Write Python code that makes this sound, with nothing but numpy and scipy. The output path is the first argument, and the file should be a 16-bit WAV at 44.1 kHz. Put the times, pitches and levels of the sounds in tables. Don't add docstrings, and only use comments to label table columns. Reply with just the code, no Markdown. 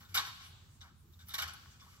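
import sys
import numpy as np
from scipy import signal
from scipy.fft import rfft, irfft, next_fast_len
from scipy.io import wavfile
from scipy.ndimage import uniform_filter1d

SR = 44100
rng = np.random.default_rng(int(sys.argv[2]) if len(sys.argv) > 2 else 0)


def digitize_waveform(pressure):
    field = np.atleast_2d(pressure).T
    bounded = np.clip(field, -1, 1)
    quanta = np.round(bounded * 32767).astype(np.int16)
    wavfile.write(sys.argv[1], SR, quanta)


def undo_db(level):
    steps = np.asarray(level, float) / 20
    return 10 ** steps


N = 88200
M = next_fast_len(2 * N)
F = np.maximum(np.arange(M // 2 + 1) * SR / M, 1)

# (frequency [Hz], left over right [dB], left lead [rad], likeness [0-1])
PORTS = [(150, -1.8, -.1, .85), (750, -1.5, -.2, .95), (1150, 7.5, -.5, .85), (1650, 2.5, -1.9, .85),
         (2400, -4.5, -2.3, .85), (3700, -1, -1.9, .75), (5000, 4, -1.6, .5), (10300, 3, -4.1, .55),
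         (13000, -5.5, -4.7, .45)]


def unit(x):
    return x / np.sqrt(np.mean(x ** 2))


def curve(table, col=1):
    a = np.array(table, float)
    return np.interp(np.log(F), np.log(a[:, 0]), a[:, col])


def shape(x, h):
    return irfft(rfft(x, M) * h, M)[..., :N]


def ring(modes):
    h = 0
    for k, (hz, width_hz, db) in enumerate(modes):
        h = h + (-1) ** k * undo_db(db) / (1 + 1j * (F - hz ** 2 / F) / max(width_hz, 10))
    return unit(np.abs(h)) * np.exp(1j * np.angle(h))


def walk(rate_hz):
    k = int(SR / rate_hz)
    steps = np.repeat(rng.standard_normal(N // k + 1), k)
    return unit(uniform_filter1d(uniform_filter1d(steps, k), k)[:N])


def air_hiss(t):
    # (frequency [Hz], density [dB per Hz])
    hiss_db = [(200, -12.5), (690, -20), (1150, -12.5), (1810, -18.5), (5600, -19), (7600, -17.5),
               (9600, -31.5), (14500, -24.5)]
    hiss = 0
    for hz in 250 * 2 ** np.arange(0, 6.5, .5):
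        band = undo_db(curve(hiss_db)) * np.exp(-(np.log2(F / hz) / 0.5) ** 2)
        hiss = hiss + shape(rng.standard_normal((3, N)), band) * undo_db(1.46 * walk(5.83))
    hiss = hiss[1:] + shape(hiss[0], 500 / (F + 200))
    lull_s, lull_half_s, lull_db = 1.02, 0.19, -5
    return undo_db(-68.5 + lull_db * np.exp(-((t - lull_s) / lull_half_s) ** 2)) * unit(hiss)


def rumble():
    # (frequency [Hz], density [dB per Hz])
    rumble_db = [(12, -41), (20, -66), (37, -12.5), (80, -5), (109, -3.5), (141, -11), (198, -13),
                 (225, -22.5), (400, -36), (520, -64), (880, -120)]
    level_db, side_db = -62, -11
    mid, side = shape(rng.standard_normal((2, N)), undo_db(curve(rumble_db)) * np.exp(-(F / 500) ** 2))
    both = mid * np.array([[.9], [1.1]]) + undo_db(side_db) * side * np.array([[1], [-1]])
    return undo_db(level_db) * unit(both)


def engine(t):
    # (time [s], frequency [Hz], level [dB])
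    track = [(0.0, 90.3, -85), (0.099, 90.6, -54.5), (0.271, 87.2, -68), (0.29, 82.8, -65),
             (0.4, 87.28, -64), (1.35, 83.17, -64), (1.37, 83.4, -94), (1.42, 81.8, -54),
             (1.62, 83.44, -69.5), (1.699, 78.6, -63.5), (1.98, 78, -85), (2.0, 81, -67)]
    # (multiple of the drone [1], level [dB])
    partials = [(1, -1), (1.704, -11)]
    wobble_db, hum_hz, hum_db = 5, 229.4, -77.5
    s, hz, level_db = np.array(track).T
    turn = 2 * np.pi * np.cumsum(np.interp(t, s, hz) * (1 + 0.0184 * walk(8.6))) / SR
    drone = 0
    for k, db in partials:
        gain = undo_db(db + np.interp(t, s, level_db) + wobble_db * np.tanh(walk(22.3)))
        drone = drone + gain * np.sqrt(2) * np.sin(k * turn)
    hum = undo_db(hum_db + np.tanh(walk(10.2))) * np.sin(2 * np.pi * hum_hz * t + 0.91 * walk(3.1))
    return drone + hum


def pellets():
    pellets_per_s, scatter_db, sand = 3500, 2, 1.1
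    draw = rng.random((3, N))
    size = undo_db(-scatter_db * np.log(draw[1] + 1e-9)) * np.sign(draw[2] - .5)
    return unit(unit(size * (draw[0] < pellets_per_s / SR)) + sand * rng.standard_normal(N))


def streams():
    clump_db, clumps_per_s = 2, 400
    return np.array([pellets() for _ in range(3)]) * unit(undo_db(clump_db * np.tanh(walk(clumps_per_s))))


def effort(t, table, col, t60_s, rise_s):
    power = 0
    for row in table:
        u = t - row[0]
        env = np.clip(u / rise_s, 0, 1) ** 2 * undo_db(-60 * np.clip(u - row[1], 0, None) / t60_s)
        power = power + (env * undo_db(row[col])) ** 2
    return np.sqrt(power)


def bucket(t):
    # (time [s], length [s], rattle [dB], shell [dB], hiss [dB])
    jolts = [(0.001, 0.031, -62.5, -62.5, -80), (0.084, 0.055, -65, -70, -69.5),
             (0.1403, 0.014, -34, -42.5, -38.5), (0.149, 0.016, -37, -38.5, -44),
             (0.168, 0.016, -35.5, -39.5, -44.5), (0.179, 0.0048, -56, -42, -59),
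             (0.212, 0.03, -50.5, -50, -85), (0.243, 0.05, -51.5, -55, -61),
             (0.308, 0.083, -62.5, -77, -76), (0.396, 0.067, -58, -63, -76),
             (0.807, 0.019, -59.5, -62, -74.5), (0.837, 0.044, -70.5, -65.5, -80),
             (1.12, 0.018, -77.5, -115, -76), (1.186, 0.041, -66.5, -77, -74),
             (1.265, 0.023, -66, -76, -71), (1.28, 0.013, -57, -62.5, -52),
             (1.298, 0.035, -58.5, -60.5, -71), (1.3338, 0.014, -42, -47.5, -44),
             (1.379, 0.019, -38.5, -41, -46.5), (1.417, 0.0045, -38.5, -41.5, -43.5),
             (1.473, 0.012, -46.5, -49.5, -55.5), (1.53, 0.012, -58, -59, -61.5),
             (1.589, 0.17, -69, -73.5, -98), (1.792, 0.018, -62.5, -74, -78),
             (1.811, 0.16, -67.5, -71, -73.5)]
    release_t60_s = (.16, .2, .07)
    # (frequency [Hz], width [Hz], level [dB])
    rattle = [(2250, 300, -6.5), (2950, 150, -5), (3280, 200, -7), (3700, 500, -10), (4300, 350, -9),
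              (4750, 300, -9), (5300, 250, -10), (5800, 300, -8), (6150, 250, -11), (6800, 400, -18),
              (7500, 450, -13)]
    # (frequency [Hz], width [Hz], level [dB])
    shell = [(420, 300, -25), (636.5, 42, -14.5), (813, 62, -7.5), (1091.5, 53, -1.5), (1274, 100, -2),
             (1325, 69, 0.5), (1464, 52, 1), (1566, 138, -1), (1825, 250, -5)]
    # (frequency [Hz], width [Hz], level [dB])
    hiss = [(9200, 2100, -8), (11680, 1650, 0.5), (13400, 910, 0.5), (13960, 1000, -9.5), (15100, 300, -2)]
    body = 0
    for k, modes in enumerate((rattle, shell, hiss)):
        drive = effort(t, jolts, 2 + k, release_t60_s[k], rise_s=0.0046)
        body = body + shape(streams() * drive, ring(modes))
    return body


def ports(x):
    dip_hz, dip_width_hz, dip = 2620, 200, .8
    alike = np.clip(curve(PORTS, col=3), 0, 1)
    half = undo_db(curve(PORTS) / 2) * np.exp(.5j * curve(PORTS, col=2))
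    x = shape(x, 1 - dip * np.exp(-((F - dip_hz) / dip_width_hz) ** 2))
    return np.array([shape(x[0], g * np.sqrt(alike)) + shape(x[k], g * np.sqrt(1 - alike))
                     for k, g in ((1, half), (2, 1 / half))])


def echo(x, t):
    # (frequency [Hz], T60 [s], level [dB])
    bands = [(465, 0.16, -66), (1110, 1, 7.5), (2750, 0.78, 2), (3860, 0.91, 7.5), (6500, 1, -8.5),
             (9400, 0.99, 1), (14000, 0.15, 11.5)]
    level_db, start_s, likeness = -9.5, 0.0098, 0.094
    tail = 0
    for hz, t60_s, db in bands:
        band = shape(rng.standard_normal((3, N)), np.exp(-(np.log(F / hz) / .5) ** 2))
        env = undo_db(db - 60 * t / t60_s) * np.clip(t / start_s, 0, 1)
        tail = tail + unit(band) * np.sqrt(hz / t60_s) * env
    tail = likeness * tail[0] + tail[1:]
    side = undo_db(np.array([[1], [-1]]) * curve(PORTS) / 2)
    return undo_db(level_db) * shape(x, side * rfft(tail / np.sqrt(np.sum(tail ** 2) / 2), M))


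def brushes(t):
    # (time of peak [s], half length [s], frequency [Hz], level [dB])
    swells = [(0.017, 0.069, 14000, -70), (0.471, 0.049, 10500, -69.5), (0.514, 0.024, 325, -73.5),
              (0.747, 0.042, 7750, -76), (0.923, 0.018, 287, -70), (1.004, 0.048, 9500, -78.5),
              (1.078, 0.057, 311, -72.5), (1.15, 0.13, 14700, -75), (1.278, 0.021, 14500, -64),
              (1.64, 0.14, 15100, -75), (1.722, 0.018, 6330, -69), (1.943, 0.35, 7250, -81),
              (0.207, 0.07, 335, -69), (0.535, 0.078, 876, -75.5), (1.517, 0.038, 880, -65),
              (0.487, 0.16, 3380, -67.5)]
    width = 0.32
    out = 0
    for s, half_s, hz, db in swells:
        n = unit(shape(rng.standard_normal((2, N)), np.exp(-(np.log(F / hz) / width) ** 2)))
        n = n[0] + min(hz / 1500, 1) * n[1] * np.array([[1], [-1]])
        out = out + undo_db(db) * np.exp(-((t - s) / half_s) ** 2) * n
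    return out


def panel_notes(t):
    # (time [s], length [s], frequency [Hz], level [dB])
    panels = [(0.144, 0.0086, 1325, -41), (0.144, 0.011, 5900, -48), (0.1495, 0.0034, 3670, -34),
              (0.158, 0.023, 2232, -41), (0.160, .009, 1500, -41), (0.174, 0.0056, 3698, -27.5),
              (0.174, .018, 1106, -42), (0.183, 0.0069, 3690, -34.5), (0.185, .008, 1500, -47),
              (0.192, 0.0092, 4030, -38), (0.250, .06, 1110, -54.5), (0.810, 0.013, 3660, -54),
              (0.811, 0.0065, 5800, -60), (0.824, 0.011, 3920, -66), (0.833, 0.025, 1360, -68.5),
              (0.845, 0.033, 810, -71), (1.190, 0.056, 1550, -71), (1.275, 0.0044, 5700, -64),
              (1.288, 0.029, 1338, -61.5), (1.338, 0.0087, 1622, -46), (1.341, 0.0043, 3704, -41.5),
              (1.350, 0.0042, 4040, -42), (1.352, 0.0027, 5500, -44.5), (1.359, 0.0055, 3940, -49),
              (1.387, 0.0092, 1380, -45), (1.388, 0.034, 3730, -43.5), (1.391, .010, 2890, -43.5),
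              (1.405, 0.0071, 3730, -46), (1.427, 0.0049, 1537, -39), (1.428, .006, 3110, -45.5),
              (1.478, 0.0076, 1510, -57), (1.478, 0.011, 2940, -50.5), (1.797, 0.042, 3480, -66),
              (1.805, 0.014, 5540, -64.5), (1.815, 0.033, 1096, -65.5), (1.862, 0.026, 1102, -65),
              (1.93, 0.063, 1183, -72), (1.339, 0.019, 1990, -51), (1.384, 0.018, 2134, -58.5),
              (1.422, 0.005, 2270, -46), (0.843, 0.022, 1013, -69.5), (0.022, 0.11, 1438, -72)]
    rise_s, t60_s, waver_rad, flutter_db = 0.0027, 0.027, 1.2, 1
    waver = waver_rad * np.array([walk(300) for _ in range(3)])
    flutter = undo_db(flutter_db * np.tanh([walk(250) for _ in range(4)]))
    start = 2 * np.pi * rng.random((len(panels), 3, 1))
    out = np.zeros((3, N))
    for k, (s, length_s, hz, db) in enumerate(panels):
        i = slice(int(s * SR), int((s + length_s + 2 * t60_s) * SR))
        u = np.maximum(t[i] - s, 0)
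        env = np.clip(u / rise_s, 0, 1) * undo_db(db - 60 * np.clip(u - length_s, 0, None) / t60_s)
        note = np.sin(2 * np.pi * hz * u + waver[:, i] + start[k])
        out[:, i] += np.sqrt(2) * env * flutter[k % 4, i] * note
    return out


def rim_knocks(t):
    # (time [s], length [s], level [dB])
    knocks = [
        (0.049, 0.013, -65.5),
        (0.150, 0.0037, -59),
        (0.174, .006, -36),
        (0.197, 0.014, -52),
        (0.807, 0.021, -61.5),
        (1.135, 0.0094, -68.5),
        (1.191, 0.034, -65),
        (1.292, 0.061, -56),
        (1.343, 0.0095, -39.5),
        (1.38, 0.011, -49),
    ]
    # (frequency [Hz], width [Hz], level [dB])
    modes = [(3680, 170, 0), (5800, 300, -13), (7500, 350, -17)]
    knock_s, t60_s, strike_db = .003, .045, 23
    blows = np.zeros(N)
    blows[[int((s + knock_s / 2) * SR) for s, _, _ in knocks]] = undo_db(strike_db + np.array(knocks)[:, 2])
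    rattle = streams() * effort(t, knocks, 2, t60_s, rise_s=knock_s)
    return shape(rattle + blows, ring(modes))


def ear_tags(t):
    # (time [s], frequency [Hz], level [dB], decay [s])
    ticks = [
        (0.444, 10000, -72, 0.023),
        (1.03, 9700, -113, .012),
        (1.534, 10120, -48.5, 0.0064),
    ]
    out = 0
    for s, hz, db, decay_s in ticks:
        env = np.clip((t - s) / 0.003, 0, 1) * np.exp(-np.clip(t - s, 0, None) / decay_s)
        squeak = unit(shape(rng.standard_normal(N), ring([(hz, 300, 0)]) ** 2))
        out = out + undo_db(db) * env * squeak
    return out * np.array([[1.6], [-.5]])


def hoof_tick(t):
    # (frequency [Hz], width [Hz], level [dB])
    modes = [(1000, 500, -3), (1550, 600, 0)]
    tick_s, half_s, level_db = 1.6595, .00007, -47.5
    push = undo_db(level_db) * np.exp(-((t - tick_s) / half_s) ** 2)
    return shape(push, ring(modes)) * np.array([[1.2], [.8]])


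def scene():
    t = np.arange(N) / SR
    field = air_hiss(t) + rumble() + engine(t)
    body, notes, rim = bucket(t), panel_notes(t), rim_knocks(t)
    around = field + brushes(t) + ear_tags(t) + hoof_tick(t)
    echoed = body[0] + 0.47 * rim[0] + 0.32 * notes[0]
    return ports(body + rim + notes) + echo(echoed, t) + around


def band_limit(x):
    return signal.sosfilt(signal.butter(12, 15850, fs=SR, output="sos"), x)


def record(dry):
    top_hz, slope_hz = 15850, 60
    heard = shape(dry, np.clip((top_hz - F) / slope_hz, 0, 1))
    return band_limit(heard)


dry = scene()
out = record(dry)
digitize_waveform(out)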